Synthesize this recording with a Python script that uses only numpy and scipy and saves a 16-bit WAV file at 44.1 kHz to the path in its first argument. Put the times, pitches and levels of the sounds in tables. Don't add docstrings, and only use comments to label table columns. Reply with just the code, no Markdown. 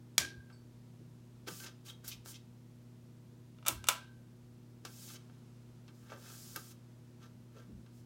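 import sys
import numpy as np
from scipy import signal
from scipy.fft import rfft, irfft, next_fast_len
from scipy.io import wavfile

SR = 44100
rng = np.random.default_rng(int(sys.argv[2]) if len(sys.argv) > 2 else 0)


def bounce(signal):
    frames = np.transpose(np.atleast_2d(signal))
    limited = np.clip(frames, -1, 1)
    pcm = np.round(limited * 32767).astype(np.int16)
    wavfile.write(sys.argv[1], SR, pcm)


N = 355225


def amp(db):
    return 10 ** (np.asarray(db) / 20)


def unit_rms(x):
    return x / np.sqrt(np.mean(x ** 2) + 1e-30)


def curve(points, hz):
    point_hz, value = np.transpose(points)
    return np.interp(np.log(hz + 1), np.log(point_hz + 1), value)


def add(mix, start_s, sound):
    part = mix[max(round(start_s * SR), 0):][:len(sound)]
    part += sound[:len(part)]


def resonance(modes, hz):
    return np.sqrt(sum(amp(db) ** 2 / (1 + ((hz ** 2 - mode_hz ** 2) / (width_hz * (hz + 1))) ** 2)
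                       for mode_hz, width_hz, db in modes))


def coloured(x, gain):
    size = next_fast_len(len(x))
    spectrum = rfft(x, size) * gain(np.fft.rfftfreq(size, 1 / SR))
    return unit_rms(irfft(spectrum, size)[:len(x)])


def noise(spectrum_db):
    return coloured(rng.standard_normal(N), lambda hz: amp(curve(spectrum_db, hz)))


def drift(rate_hz, size=4096):
    lowpass = np.exp(-(np.arange(size // 2 + 1) * SR / N / rate_hz) ** 2)
    slow = irfft(rfft(rng.standard_normal(size)) * lowpass)
    return unit_rms(np.interp(np.linspace(0, size - 1, N), np.arange(size), slow))


# frequency in Hz, T60 in seconds.
ROOM_T60_S = [(100, .35), (500, 0.27), (1500, 0.28), (4000, 0.34), (7000, 0.23), (11000, .22),
              (16000, 0.18)]
# frequency in Hz, gain in dB.
ROOM_GAIN_DB = [(100, -8.5), (600, -3), (1500, -5), (4000, -9), (7000, -8.5), (16000, -10)]

def room(x, first_echo_s=0.00079):
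    t = np.arange(SR // 2) / SR
    echoes = rng.standard_normal(len(t)) * (rng.random(len(t)) < .15)
    echoes *= np.clip(t / first_echo_s - 1, 0, 1)
    hz, frame_s, spectra = signal.stft(unit_rms(echoes), SR, nperseg=256)
    t60_s = curve(ROOM_T60_S, hz)[:, None]
    decay = amp(curve(ROOM_GAIN_DB, hz)[:, None] - 60 * frame_s / t60_s)
    energy_norm = np.sqrt(2 * np.log(1000) / (t60_s * SR))
    response = signal.istft(spectra * decay * energy_norm, SR, nperseg=256)[1]
    return signal.oaconvolve(x, response)[:N]


# frequency in Hz, relative density in dB.
STILL_SPECTRUM = [(25, -15), (45, -12), (70, -6), (100, -1.5), (160, -1.5), (215, 1.5), (270, -5.5),
                  (340, -7), (450, -11), (700, -18), (1000, -20.5), (1900, -26), (6000, -28.5), (9000, -32),
                  (15800, -35)]
RUSH_SPECTRUM = [(150, -12), (350, 5), (550, 2), (800, -2.5), (1400, -2), (2100, -6.5), (4500, -8.5),
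                 (7500, -11.5), (10000, -16.5), (16000, -25.5)]
# start in seconds, peak level in dB.
AIR_SWELLS = [(.6, -78.5), (2.3, -96), (4.879, -72), (6.2, -75.5), (7.55, -82.5)]

def air(still_db=-64, draught_db=-79.5, rise_s=0.19, decay_s=1.4):
    t = np.arange(N) / SR
    still, rush = noise(STILL_SPECTRUM), noise(RUSH_SPECTRUM)
    power = amp(draught_db) ** 2
    for start_s, db in AIR_SWELLS:
        rise = np.clip((t - start_s) / rise_s, 0, 1)
        decay = np.exp(-np.maximum(t - start_s - rise_s, 0) / decay_s)
        power += (amp(db) * rise * decay) ** 2
    return amp(still_db) * still + np.sqrt(power) * rush


# multiple of the mains frequency, level in dB.
HUM_HARMONICS = [(2, -54.5), (4, -60.5), (6, -70), (8, -78), (10, -86), (14, -88), (16, -85)]
# frequency in Hz, level in dB.
DRONE_TONES = [(50, -73), (85, -78), (105, -77.5), (135, -82), (153, -65), (176, -73), (204, -75.5),
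               (308, -74.5), (323.5, -78), (632, -83)]

def motor(mains_hz=60, drone_waver_db=2.5, drone_slip_cycles=0.12):
    out, t = np.zeros(N), np.arange(N) / SR
    mains_cycles = mains_hz * t + .002 * drift(1.3)
    for k, db in HUM_HARMONICS:
        gain = amp(db - 0.23 * np.sqrt(k / 2) * drift(1.2))
        out += gain * np.cos(2 * np.pi * (k * mains_cycles + rng.random()))
    for hz, db in DRONE_TONES:
        gain = amp(db + drone_waver_db * drift(2.5))
        out += gain * np.cos(2 * np.pi * (hz * t + drone_slip_cycles * drift(2)))
    return out


# start in seconds, level in dB, centre in Hz, rise time in seconds.
BUMPS = [(.182, -48.5, 170, .01), (.183, -55, 337, 0.04), (.19, -54, 80.5, 0.027), (.365, -52, 82.4, .012),
         (1.0, -59, 345, 0.0088), (1.475, -56.5, 177, 0.035), (1.472, -49.5, 353, .01),
         (2.05, -66, 62, 0.076), (3.685, -50.5, 300, 0.019), (3.715, -48.5, 79.8, 0.027),
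         (6.11, -56, 517, 0.022), (7.55, -59.5, 480, 0.022), (7.665, -52.5, 190, 0.036),
         (7.71, -54.5, 70, 0.024)]
SQUEAKS = [(1.602, -54.5, 1530, 0.0086), (1.886, -51.5, 3790, 0.0036), (1.899, -47.5, 3200, 0.0026),
           (2.088, -54, 4540, 0.0039), (2.108, -56, 3060, 0.0077), (2.12, -56, 2430, 0.0072)]

def shudders(rows, width_ratio):
    out, t = np.zeros(N), np.arange(SR // 2) / SR
    for start_s, db, hz, rise_s in rows:
        mode = [(hz, hz * width_ratio, 0)]
        band = coloured(rng.standard_normal(len(t)), lambda f: resonance(mode, f) ** 2)
        envelope = t / rise_s * np.exp(1 - t / rise_s)
        burst = band * envelope
        add(out, start_s, amp(db) * burst * np.linalg.norm(envelope) / np.linalg.norm(burst))
    return out


# delay in seconds, gain in dB.
NEAR_ECHOES = [(.0016, -15), (.0031, -17), (.0057, -17.5)]

def under_ceiling(x):
    out = x.copy()
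    for delay_s, db in NEAR_ECHOES:
        add(out, delay_s, amp(db) * x)
    return out


# start in seconds, length in seconds, relative level in dB, rise in seconds.
STROKES = [(1.468, 0.18, -50, 0.011), (1.844, 0.061, -55, 0.02), (2.038, 0.055, -52, 0.0051),
           (2.244, 0.074, -48.5, 0.039), (4.852, 0.29, -51, 0.18), (5.93, 0.22, -70.5, 0.018),
           (6.166, 0.42, -52.5, 0.16), (6.587, 0.13, -56.5, .005), (7.917, 0.092, -70, 0.031)]

def sliding(touch_s=0.0083, release_s=0.011, slow_db=-11.5):
    out, t = np.zeros(N), np.arange(SR) / SR
    for start_s, length_s, db, rise_s in STROKES:
        speed = amp(slow_db * np.maximum(1 - t / rise_s, 0))
        landing = np.minimum(t / touch_s, 1)
        lifting = np.exp(-np.maximum(t - length_s, 0) / release_s)
        add(out, start_s, amp(db) * speed * landing * lifting)
    return out


# centre in seconds, half length in seconds, relative force and drag in dB.
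GRIPS = [(1.482, 0.0096, -44, -43), (1.505, 0.02, -52.5, -61), (1.603, 0.0082, -58, -54),
         (1.659, 0.031, -52.5, -48.5), (1.892, 0.03, -60, -52), (2.05, 0.011, -56, -61),
         (2.096, 0.032, -65, -54.5), (2.124, 0.02, -74, -48.5), (2.275, 0.023, -62, -77),
         (2.351, 0.024, -73, -53), (4.866, 0.015, -58.5, -53), (5.1, 0.016, -59.5, -55),
         (5.152, 0.018, -57.5, -52.5), (6.065, 0.06, -67.5, -71), (6.132, 0.033, -55, -60),
         (6.283, 0.068, -58.5, -58.5), (6.569, 0.013, -44.5, -51), (6.716, 0.014, -66, -58.5),
         (7.242, 0.029, -60.5, -62), (7.59, 0.047, -62, -66.5)]

def gripping():
    force, drag = np.zeros((2, N))
    t = np.arange(-SR // 4, SR // 4) / SR
    for centre_s, half_s, force_db, drag_db in GRIPS:
        swell = np.exp(-(t / half_s) ** 2)
        add(force, centre_s + t[0], amp(force_db) * swell)
        add(drag, centre_s + t[0], amp(drag_db) * swell)
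    return force, drag


def slips(per_s):
    return rng.standard_normal(N) * (rng.random(N) < per_s / SR)


# frequency in Hz, width in Hz, relative level in dB.
BLADE_MODES = [(320, 177, 4.5), (560, 33, -18), (850, 130, -1), (1176, 42, 5), (1337, 30, 7),
               (1560, 91, 2.5), (1780, 42, -9), (2254, 37, -1.5), (2684, 72, -1), (3180, 50, -3.5),
               (3900, 1100, -6.5), (5460, 1200, -3.5), (8000, 3800, -14.5), (13200, 3300, -8)]
RASP_MODES = [(2130, 79, 2), (2750, 450, 1), (3300, 410, 2), (3830, 430, -2.5), (4930, 1700, -1),
              (6170, 1140, -1.5)]
# frequency in Hz, relative density in dB.
FORCE_SPECTRUM = [(200, 2), (700, 1), (1300, 3.5), (2000, 9), (3000, -7.5), (7000, -12), (15000, -7)]
HISS_SPECTRUM = [(800, -30), (2000, -15.5), (3200, -6), (5000, 4), (7000, 4.5), (10000, 0.5), (15500, -0.5)]

def rubbing(blade_gain_db=-2, rasp_gain_db=-4, hiss_gain_db=-3.5, flicker_db=2.0, hollowness=1.29):
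    blade = coloured(slips(per_s=3900),
                     lambda hz: resonance(BLADE_MODES, hz) ** hollowness * amp(curve(FORCE_SPECTRUM, hz)))
    rasp = coloured(slips(per_s=4900), lambda hz: resonance(RASP_MODES, hz) ** hollowness)
    rasp *= amp(flicker_db * drift(80))
    hiss = noise(HISS_SPECTRUM)
    slide = sliding()
    force, drag = gripping()
    return (amp(blade_gain_db) * blade * np.hypot(force, amp(-17) * slide)
            + amp(rasp_gain_db) * rasp * np.hypot(drag, amp(-12) * slide)
            + amp(hiss_gain_db) * hiss * np.hypot(slide, amp(-17) * drag))


def strike(modes, tilt_db_per_octave, contact_s, top_hz, size=4096):
    t, hz = np.arange(size) / SR, np.fft.rfftfreq(size, 1 / SR)
    chatter = rng.standard_normal(size) * np.exp(-t / contact_s)
    for _ in range(4):
        spectrum = rfft(chatter)
        chatter = irfft(spectrum / (abs(spectrum) + 1e-12)) * np.exp(-(t / (4 * contact_s)) ** 2)
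    tilt = amp(tilt_db_per_octave * np.log2(np.maximum(hz, 300) / 2000))
    force = tilt / np.sqrt(1 + (hz / top_hz) ** 6)
    log_gain = np.log(resonance(modes, hz) * force + 1e-4)
    minimum_phase = np.exp(signal.hilbert(np.r_[log_gain, log_gain[-2:0:-1]]).conj())
    sound = signal.fftconvolve(chatter, np.fft.ifft(minimum_phase).real[:size // 2])
    return sound / np.linalg.norm(sound)


def blows(rows, modes, gain_db, blur):
    direct, radiated = np.zeros((2, N))
    blurred = []
    for hz, width_hz, db in modes:
        widening = 1 + blur * min(hz / 3000, 1) ** 2
        blurred.append((hz, width_hz * widening, db - 10 * np.log10(widening)))
    for start_s, db, *contact in rows:
        add(direct, start_s, amp(db + gain_db) * strike(modes, *contact))
        add(radiated, start_s, amp(db + gain_db) * strike(blurred, *contact))
    return direct + room(radiated)


# start in seconds, relative level in dB, tilt in dB per octave,
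# contact time in seconds, top edge in Hz.
TAPS = [(.498, -34.5, 4, 0.019, 2300), (1.473, -29, 0, .014, 7000), (2.044, -39, 4, .005, 8000),
        (2.079, -15, 7, 0.015, 16000), (2.26, -27.5, 0, .00089, 16000), (4.8505, -18.5, 0.5, 0.0074, 9100),
        (5.298, -37, -0.5, .0015, 2800), (5.88, -33.5, 6.5, .011, 3000), (6.1, -30, 5, 0.012, 2400),
        (6.12, -22, 0.5, 0.012, 2060), (6.561, -16, 4.5, 0.0047, 15000), (7.862, -41, 5, .0081, 3010)]

def finger_taps():
    return blows(TAPS, BLADE_MODES, gain_db=0.5, blur=0.2)


def ring(partials):
    t = np.arange(SR) / SR
    return sum(amp(db - 60 * t / t60_s) * np.sin(2 * np.pi * hz * t + rng.uniform(0, 2 * np.pi))
               for hz, db, t60_s in partials)


# frequency in Hz, relative level in dB, T60 in seconds.
SHADE_PARTIALS = [(4533, -6, .55), (5140, -7, .13), (7950, -12, 0.16), (8080, -12, .2)]

def bead_ping(gain_db=-61.5):
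    return amp(gain_db) * ring(SHADE_PARTIALS)


# frequency in Hz, relative level in dB, T60 in seconds.
FITTING_PARTIALS = [(1550, 1, 0.73), (1601, 0, 0.62), (1633, -3.5, .5)]

def lamp_fitting(snaps, gain_db, tilt_db_per_partial, build_s=.012, flutter_db=2.5):
    out = np.zeros(N)
    build = 1 - np.exp(-np.arange(SR) / SR / build_s)
    partials = [(hz, db + tilt_db_per_partial * (k - 1), t60_s)
                for k, (hz, db, t60_s) in enumerate(FITTING_PARTIALS)]
    for start_s, db, *_ in snaps:
        add(out, start_s, amp(db + gain_db) * build * ring(partials))
    return out * amp(flutter_db * drift(25))


# frequency in Hz, width in Hz, relative level in dB.
SLIDE_SWITCH_MODES = [(305, 68, -11), (620, 220, -11.5), (920, 80, -11), (1260, 130, -10.5),
                      (1760, 280, -10), (2300, 77, -2), (3370, 170, -2.5), (4140, 220, -5), (4860, 83, -2),
                      (5750, 97, -1), (6700, 250, -6.5), (6860, 78, -7), (8050, 400, -13.5),
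                      (8940, 200, -11.5), (11300, 290, -13), (14110, 2300, -22.5)]
CHAIN_SWITCH_MODES = [(300, 80, -21), (580, 58, -10), (664, 60, -11.5), (848, 75, -9), (990, 37, -1.5),
                      (1301, 81, 1.5), (1396, 45, -4), (2350, 140, -4.5), (2813, 120, -1.5),
                      (3570, 250, -3.5), (4540, 200, -14.5), (5840, 810, -9.5), (7300, 910, -9.5),
                      (7980, 150, -9), (10300, 3800, -15), (14800, 1700, -14)]
# start in seconds, relative level in dB, tilt in dB per octave,
# contact time in seconds.
SLIDE_SNAPS = [(.1803, 1.5, 2, .0021)]
CHAIN_SNAPS = [(3.586, -44, 1.5, .0016), (3.627, -38, -4, .0035), (3.651, -32, -2, 0.0075),
               (3.663, -17, -1, .0035), (3.668, -15, 0, .002), (3.677, -17, -2.5, .003),
               (3.6823, -3, 5.5, .003), (3.687, -11, -1.5, 0.0041), (3.8415, -24.5, -.5, 0.0018),
               (3.8697, -22.5, 1.5, 0.0083), (3.8865, 1, 0.5, 0.0044), (3.893, -13.5, -2.5, 0.007)]

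def switch(snaps, modes, blur, hard_db=-13, hard_top_hz=16000, db_per_octave=15):
    rows = []
    for start_s, db, tilt, contact_s in snaps:
        top_hz = hard_top_hz * 2 ** min((db - hard_db) / db_per_octave, 0)
        rows.append((start_s, db, tilt, contact_s, top_hz))
    return blows(rows, modes, gain_db=3.5, blur=blur)


def scene():
    switches = switch(SLIDE_SNAPS, SLIDE_SWITCH_MODES, blur=3.9)
    switches += switch(CHAIN_SNAPS, CHAIN_SWITCH_MODES, blur=2.2)
    rings = lamp_fitting(SLIDE_SNAPS, gain_db=-47.0, tilt_db_per_partial=4.5)
    rings += lamp_fitting(CHAIN_SNAPS, gain_db=-52, tilt_db_per_partial=-1.5)
    add(rings, start_s=.526, sound=bead_ping())
    taps = finger_taps()
    skin = under_ceiling(rubbing() + shudders(SQUEAKS, width_ratio=0.05))
    reverb = room(rings + skin)
    bumps = shudders(BUMPS, width_ratio=0.36)
    return (switches + taps + rings + skin + reverb + bumps + motor() + air())[None]


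def record(dry, low_hz=42, high_hz=16150):
    highpass = signal.butter(4, low_hz, "high", fs=SR, output="sos")
    lowpass = signal.firwin(301, high_hz, window=("kaiser", 8), fs=SR)
    return signal.oaconvolve(signal.sosfilt(highpass, dry), lowpass[None], "same")


dry = scene()
out = record(dry)
bounce(out)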